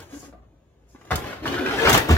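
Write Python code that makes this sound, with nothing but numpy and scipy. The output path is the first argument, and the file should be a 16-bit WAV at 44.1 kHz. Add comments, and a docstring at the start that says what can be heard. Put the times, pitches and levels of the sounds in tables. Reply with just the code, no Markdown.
"""Toy crawler down a ramp

A toy crawler creeps over the top of a wooden ramp in a fenced garden, motor sizzling, tyres juddering.
It slips off the rail, knocks onto its chassis and scrapes down in squealing spurts, then its plastic
parts clatter at the foot and it lands on its tyres with a thud. The fences answer briefly."""
import sys
import numpy as np
from scipy import signal
from scipy.fft import rfft, irfft, next_fast_len
from scipy.io import wavfile
from scipy.ndimage import uniform_filter1d, map_coordinates

SR = 44100
rng = np.random.default_rng(int(sys.argv[2]) if len(sys.argv) > 2 else 0)


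def dump_mix(stems):
    """Bounce the given channels to the path in sys.argv[1] as a 16-bit WAV at rate SR."""
    frames = np.atleast_2d(stems).T  # one column per channel
    limited = np.clip(frames, -1, 1)  # hard clip at full scale
    pcm = np.round(limited * 32767).astype(np.int16)
    wavfile.write(sys.argv[1], SR, pcm)


N = 96093
T = np.arange(N) / SR


def amp(db):
    """Decibels to gain."""
    return 10 ** (np.asarray(db) / 20)


def unit(x):
    """x at rms 1."""
    return x / np.sqrt(np.mean(x ** 2) + 1e-20)


def along(points, hz):
    """Read a curve at hz on a log frequency axis."""
    freqs, values = np.transpose(points)
    return np.interp(np.log(hz + 1), np.log(freqs + 1), values)


def automation(rows):
    """One per-sample lane for each column after the time."""
    times, *lanes = np.transpose(rows)
    return [np.interp(T, times, lane) for lane in lanes]


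def wobble(rate):
    """A smooth random curve, rate knots a second."""
    return map_coordinates(rng.standard_normal(4096), [T * rate], mode="wrap")


def filtered(x, response):
    """x through a gain given as a function of frequency."""
    size = next_fast_len(N + SR // 2)
    return irfft(rfft(x, size) * response(np.fft.rfftfreq(size, 1 / SR)), size)[..., :N]


def coloured(x, eq):
    """x through an EQ curve, at rms 1."""
    return unit(filtered(x, lambda hz: amp(along(eq, hz))))


def noise(eq):
    """Fresh noise through an EQ curve, at rms 1."""
    return coloured(rng.standard_normal(N), eq)


def decay(start, t60, attack=0.00014):
    """A fast attack and an exponential fall."""
    t = np.maximum(T - start, 0)
    return amp(-60 * t / t60) * (1 - np.exp(-t / attack))


def drifting_phase(hz, jitter, rate):
    """Phase of an oscillator with unsteady pitch."""
    return 2 * np.pi * np.cumsum(hz * (1 + jitter * wobble(rate))) / SR


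def hit_envelope(rows, t60):
    """Hard contacts summed in power: each a sharp crack, then a dying rattle."""
    hits = (amp(db) * (decay(start, t60) + amp(1.5) * decay(start, t60=0.006)) for start, db, *_ in rows)
    return np.sqrt(sum(hit ** 2 for hit in hits))


def stick_slip(rows, jitter, flutter_db, overtone_db, edge_s, rate):
    """Short, rough, gliding tones of a contact that grabs and lets go."""
    out = np.zeros(N)
    for start, length, first_hz, last_hz, db in rows:
        glide = np.interp(T, [start, start + length], [first_hz, last_hz])
        phase = drifting_phase(glide, jitter, rate)
        gate = np.clip((T - start) / edge_s, 0, 1) * np.clip((start + length - T) / edge_s + .5, 0, 1)
        tone = sum(amp(overtone_db * k) * np.sin((k + 1) * phase) for k in range(3))
        flutter = amp(flutter_db * np.tanh(wobble(rate / 2)))
        out += gate * amp(db) * unit(tone * flutter)
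    return out


# Fader rides for the slide: t/s, scrape level/dB, rumble level/dB
SLIDE_FADERS = [(0, -44.5, -49.5), (.07, -59.5, -56.5), (.14, -46, -64), (.2, -56.5, -53),
                (.25, -49.5, -62), (.31, -68, -62), (.6, -88, -67), (.88, -70, -71), (1.1, -51.5, -53),
                (1.13, -30.5, -29), (1.21, -40.5, -41), (1.27, -35, -45), (1.32, -38, -46),
                (1.41, -48.5, -50), (1.45, -36, -38.5), (1.465, -29.5, -36.5), (1.51, -34, -35),
                (1.56, -31.5, -36.5), (1.62, -35, -48), (1.77, -27, -36), (1.84, -23.5, -49),
                (1.88, -20.5, -29), (1.97, -20, -22), (2.01, -32, -32.5), (2.08, -34, -43),
                (2.11, -22.5, -18), (2.178, -34, -36)]
# Gritty scrape on wood: f/Hz, level/dB
SCRAPE_EQ = [(60, -59), (170, -4), (270, 3.5), (430, 3), (620, 2.5), (950, -3), (1450, -2), (1900, -4.5),
             (2400, -6.5), (3200, -7.5), (4600, -15), (6500, -20.5), (8200, -28.5), (14000, -27.5),
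             (17000, -33)]
# The plank's low end: f/Hz, level/dB
RUMBLE_EQ = [(20, -30), (50, -5.5), (80, -2), (140, -3.5), (220, -15.5), (400, -8.5), (1500, -93)]


def slide(jolts_per_s=900, spread_db=4, rub_gain=0.7, treble_hz=1300):
    """The chassis catches on the grain in tiny jolts over a smooth rub; the plank rumbles."""
    scrape_db, rumble_db = automation(SLIDE_FADERS)
    jolts = (rng.random(N) < jolts_per_s / SR) * rng.choice([-1, 1], N)
    jolts = jolts * amp(spread_db * np.clip(rng.standard_normal(N), -2, 1))
    scrape = coloured(unit(jolts) + rub_gain * rng.standard_normal(N), SCRAPE_EQ)
    treble = filtered(scrape, lambda hz: hz ** 4 / (hz ** 4 + treble_hz ** 4))
    shelf_db = 0.11 * (scrape_db + 41.5)  # a harder scrape is brighter
    scrape = scrape - treble + treble * amp(shelf_db)
    return scrape * amp(scrape_db + 0.61 * wobble(70)) + noise(RUMBLE_EQ) * amp(rumble_db)


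# Motor fader: t/s, level/dB
MOTOR_FADER = [(0, -63), (.08, -65), (.14, -52), (.22, -50.5), (.28, -59), (.34, -101), (.86, -89),
               (.89, -66), (.94, -66), (.97, -72), (1.02, -69), (1.1, -66), (1.2, -88)]
# Thin, bright sizzle: f/Hz, level/dB
SIZZLE_EQ = [(1500, -35), (4000, -18.5), (5000, -4), (6000, -6), (6600, 1.5), (7400, -7), (8200, -13),
             (11000, -12.5), (15500, -23)]


def motor():
    """The motor sizzles under load while it holds the toy back."""
    return noise(SIZZLE_EQ) * amp(automation(MOTOR_FADER)[0] + 1.1 * wobble(148))


# Garden air bed: f/Hz, level/dB
AIR_EQ = [(20, -26), (60, -2.5), (110, -8.5), (180, -14), (300, -18.5), (520, -17.5), (1000, -28.5),
          (2000, -36.5), (3500, -38.5), (5000, -48), (6200, -44), (6900, -39), (8000, -54), (16000, -54)]
# Drone swells: t/s, level/dB
DRONE_FADER = [(0, -73), (.2, -58), (.35, -53.5), (.48, -56.5), (.63, -72), (.8, -61.5), (1.1, -63)]


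def ambience(air_db=-61, drone_hz=57.8):
    """Quiet outdoor air and a wavering low drone."""
    air = amp(air_db) * noise(AIR_EQ)
    drone = unit(np.sin(drifting_phase(drone_hz, jitter=0.057, rate=31)))
    return air + amp(automation(DRONE_FADER)[0]) * drone


# Chassis hits on the plank: t/s, knock level/dB, thud level/dB
KNOCK_CUES = [(.002, -50, -44), (0.326, -52, -66), (0.428, -70, -72), (.949, -51.5, -58), (.96, -53, -62),
              (1.013, -47.5, -62), (1.107, -25, -46), (1.112, -19.5, -51), (1.118, -21, -20),
              (1.128, -27, -36), (1.241, -33, -29), (1.311, -53, -38), (1.33, -35, -55), (1.456, -26, -38),
              (1.463, -31, -44), (1.541, -25, -39), (1.585, -29.5, -27), (1.853, -18, -17.5),
              (1.872, -23, -27), (1.88, -17, -15), (1.896, -16, -27), (1.929, -22, -44), (1.941, -21, -26),
              (1.949, -21.5, -18), (1.975, -21, -22), (2.092, -33, -37)]
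# Chassis and plank resonances: f/Hz, bandwidth/Hz, relative level/dB
BODY_MODES = [(420, 58, -2), (623, 28, -10), (828, 22, 2), (1110, 43, -3.5), (1404, 31, 0.5),
              (1466, 21, -31), (1720, 20, -8)]
# Woody crack: f/Hz, level/dB
KNOCK_EQ = [(80, -44), (250, -19), (400, 1.5), (560, -8), (880, 2.5), (1500, 0), (1950, -0.5), (2350, -10),
            (3100, -15.5), (5000, -17.5), (8000, -31), (16000, -43)]


def knocks(ring_db=-11, thud_hz=84, thud_t60=0.063, thud_attack=0.0035):
    """Each blow cracks, rings the body and bends the plank into a low thud."""
    out, t = np.zeros(N + SR), np.arange(SR // 4) / SR
    thud = np.sin(2 * np.pi * thud_hz * t) * amp(-60 * t / thud_t60) * (1 - np.exp(-t / thud_attack))
    for start, db, thud_db in KNOCK_CUES:
        ring = np.zeros(len(t))
        for hz, width, mode_db in BODY_MODES:
            strike = amp(mode_db + rng.normal(0, 4.4)) * rng.choice([-1, 1])
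            ring += strike * np.sin(2 * np.pi * hz * t) * np.exp(-np.pi * width * t)
        out[round(start * SR):][:len(t)] += amp(db + ring_db) * ring + amp(thud_db) * thud
    return out[:N] + hit_envelope(KNOCK_CUES, t60=0.048) * noise(KNOCK_EQ)


# Small snaps: t/s, level/dB
CLICK_CUES = [(.002, -46), (0.023, -47), (1.051, -55), (1.109, -37), (1.156, -23.5), (1.462, -42),
              (1.85, -36), (1.894, -15), (1.902, -21.5), (1.928, -16), (1.933, -19), (1.944, -19.5),
              (1.953, -23), (1.975, -17.5), (2.088, -29.5), (2.108, -26.5), (2.122, -31.5)]
# Their crisp top end: f/Hz, level/dB
CLICK_EQ = [(300, -4), (1500, -35), (3200, 9), (4700, 0), (6600, 8), (8500, -0.5), (11500, 0), (14000, -1),
            (16500, 4.5)]


def clicks():
    """Hard plastic and metal parts snap together."""
    return noise(CLICK_EQ) * hit_envelope(CLICK_CUES, t60=0.036)


# Rubbery groans: t/s, length/s, start f/Hz, end f/Hz, level/dB
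JUDDER_CUES = [(.122, 0.057, 289.8, 281.4, -41.5), (.225, 0.061, 275, 287, -53),
               (.275, 0.029, 293.5, 287, -47.5), (.945, 0.018, 269.5, 252, -48.5),
               (1.418, 0.061, 315, 327, -34.5), (1.48, 0.065, 290, 268, -37),
               (1.51, 0.059, 365, 335, -32.5), (1.585, .11, 352, 369.3, -30.5),
               (1.592, 0.06, 292, 252.5, -28.5), (1.69, 0.041, 260, 270, -33),
               (1.725, 0.067, 395, 451, -34), (1.765, 0.019, 267, 261, -36.5),
               (1.8, 0.057, 465, 434.6, -26)]


def tyre_judder():
    """Rubber tyres stick and slip over the wood."""
    return stick_slip(JUDDER_CUES, jitter=0.0699, flutter_db=2.5, overtone_db=-11.5,
                      edge_s=0.0089, rate=280)


# Lug hits: t/s, level/dB
BUMP_CUES = [(0.227, -44.5), (0.326, -45), (0.335, -48), (0.38, -53), (0.423, -54.5), (0.525, -61),
             (0.947, -54), (1.049, -56), (1.458, -31.5), (1.869, -20), (2.087, -19.5)]
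# Dull, hollow bump: f/Hz, level/dB
BUMP_EQ = [(60, -2), (150, 0), (270, 9), (420, -1), (750, 1.5), (900, -36), (1130, 5.5), (1400, -20),
           (1900, -16.5), (3000, -32), (8000, -63), (16000, -55)]


def tyre_bumps():
    """Tyre lugs bump softly on the rail."""
    power = sum((amp(db) * decay(start, t60=0.16)) ** 2 for start, db in BUMP_CUES)
    return noise(BUMP_EQ) * np.sqrt(power)


# Plastic clatter: t/s, f/Hz, level/dB
CLACK_CUES = [(1.051, 1300, -45), (1.455, 1494, -27.5), (1.478, 3010, -19), (1.662, 2290, -20.5),
              (1.71, 2250, -19.5), (1.873, 1360, -4.5), (1.888, 1820, -10), (1.931, 2000, -9.5),
              (1.945, 2950, -8.5), (1.95, 1210, -5), (1.977, 1880, -12), (2.094, 1150, -10),
              (2.166, 1670, -13)]
# Panel partials: pitch ratio, relative level/dB
PANEL_MODES = [(1, 1.5), (1.45, -7.5), (2.3, -11)]


def clacks(t60=0.011, detune=0.049):
    """Loose plastic panels and links collide, each ringing a few quickly damped modes."""
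    out, t = np.zeros(N + SR), np.arange(SR // 20) / SR
    for start, hz, db in CLACK_CUES:
        ring = sum(amp(mode_db) * np.sin(2 * np.pi * hz * ratio * rng.normal(1, detune) * t)
                   for ratio, mode_db in PANEL_MODES)
        out[round(start * SR):][:len(t)] += amp(db - 60 * t / t60) * ring
    return out[:N]


# Shrill spurts: t/s, length/s, start f/Hz, end f/Hz, level/dB
SQUEAL_CUES = [(1.562, 0.065, 1494, 1529, -33), (1.58, 0.0083, 1463, 1440, -27),
               (1.655, 0.05, 1610, 1668, -34), (1.64, 0.095, 1464, 1435, -31.5),
               (1.682, 0.0036, 3710, 3600, -31), (1.777, 0.03, 1698, 1698, -26),
               (1.865, 0.026, 1450, 1544, -21.5), (2.163, 0.039, 1520, 1520, -31.5)]


def squeals():
    """Hard chassis parts stick and slip along the rail."""
    return stick_slip(SQUEAL_CUES, jitter=0.0354, flutter_db=6, overtone_db=-17.5,
                      edge_s=0.0018, rate=600)


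# Partials of the final thud: f/Hz, relative level/dB
LANDING_MODES = [(80.7, 2), (159, -14.5), (240, -15.5)]


def landing(start=2.0902, level_db=-11.5, attack=0.044, t60=0.12):
    """The tyres squash and a deep boom swells and dies."""
    t = np.maximum(T - start, 0)
    swell = np.sqrt(np.minimum(t / attack, 1)) * amp(-60 * np.maximum(t - attack, 0) / t60)
    return -swell * sum(amp(level_db + db) * np.sin(2 * np.pi * hz * t) for hz, db in LANDING_MODES)


# Garden reverb time: f/Hz, t60/s
GARDEN_T60 = [(100, 0.3), (500, 0.35), (2000, 0.24), (6000, 0.15), (14000, 0.27)]


def fence_echo(early_db=11, early_t60=0.019):
    """One stereo impulse response of the fences: dense early scatter and a short tail."""
    hz, t, bands = signal.stft(rng.standard_normal((2, SR // 2)), SR, nperseg=256)
    fade = amp(-60 * t / along(GARDEN_T60, hz)[:, None]) + amp(early_db - 60 * t / early_t60)
    fade /= np.linalg.norm(fade, axis=1, keepdims=True)
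    spectrum = rfft(signal.istft(bands * fade, SR, nperseg=256)[1], SR)
    flattened = spectrum / uniform_filter1d(np.abs(spectrum), size=36)
    tail = irfft(flattened, SR)[:, :SR // 2]
    tail /= np.linalg.norm(tail, axis=1, keepdims=True)
    return np.pad(tail, ((0, 0), (60, 0)))  # pre-delay in samples


# Echo over direct sound: f/Hz, level/dB
WET_BALANCE = [(50, -14), (150, -16.5), (300, -9), (700, 1), (2000, 1), (6000, 6), (15000, 1)]
# Delay pan as the toy slides left: t/s, left channel lead/s
LEFT_LEAD = [(1.6, 0.000082), (1.95, .000145)]


def garden(x, hop_s=0.05):
    """Direct sound reaches the left first; the echo paths change as the toy moves."""
    hop = round(hop_s * SR)
    padded, echo = np.pad(x, (hop, 2 * hop)), np.zeros((2, N + 2 * SR))
    for i in range(0, N + hop, hop):  # a fresh echo for each overlapping grain
        grain = padded[i:i + 2 * hop] * signal.windows.cosine(2 * hop)
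        answer = signal.fftconvolve(grain[None], fence_echo(), axes=1)
        echo[:, i:i + answer.shape[1]] += answer
    wet = lambda hz: amp(along(WET_BALANCE, hz))
    near = filtered(x, lambda hz: 1 / np.hypot(1, wet(hz)))  # equal-power mix with the echo
    lead = automation(LEFT_LEAD)[0]
    direct = np.array([map_coordinates(near, [(T + side * lead / 2) * SR], order=5) for side in (1, -1)])
    return direct + filtered(echo[:, hop:hop + N], lambda hz: wet(hz) / np.hypot(1, wet(hz)))


def scene(master_db=2.0, left_tilt_db=0.7):
    """The toy and the garden air between the fences, leaning slightly left."""
    toy = slide() + knocks() + clacks() + clicks() + tyre_bumps() + tyre_judder() + squeals() + motor()
    return garden(toy + landing() + ambience()) * amp(master_db + left_tilt_db * np.array([[1], [-1]]))


def record(dry, low_cut_hz=33, high_cut_hz=15800):
    """Master EQ: a low cut thins the sub bass and a steep but smooth roll-off trims the top."""
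    thinned = signal.sosfilt(signal.butter(2, low_cut_hz, "highpass", fs=SR, output="sos"), dry)
    return filtered(thinned, lambda hz: amp(-np.clip((hz - high_cut_hz) / 8, 0, 120)))


dry = scene()
out = record(dry)
dump_mix(out)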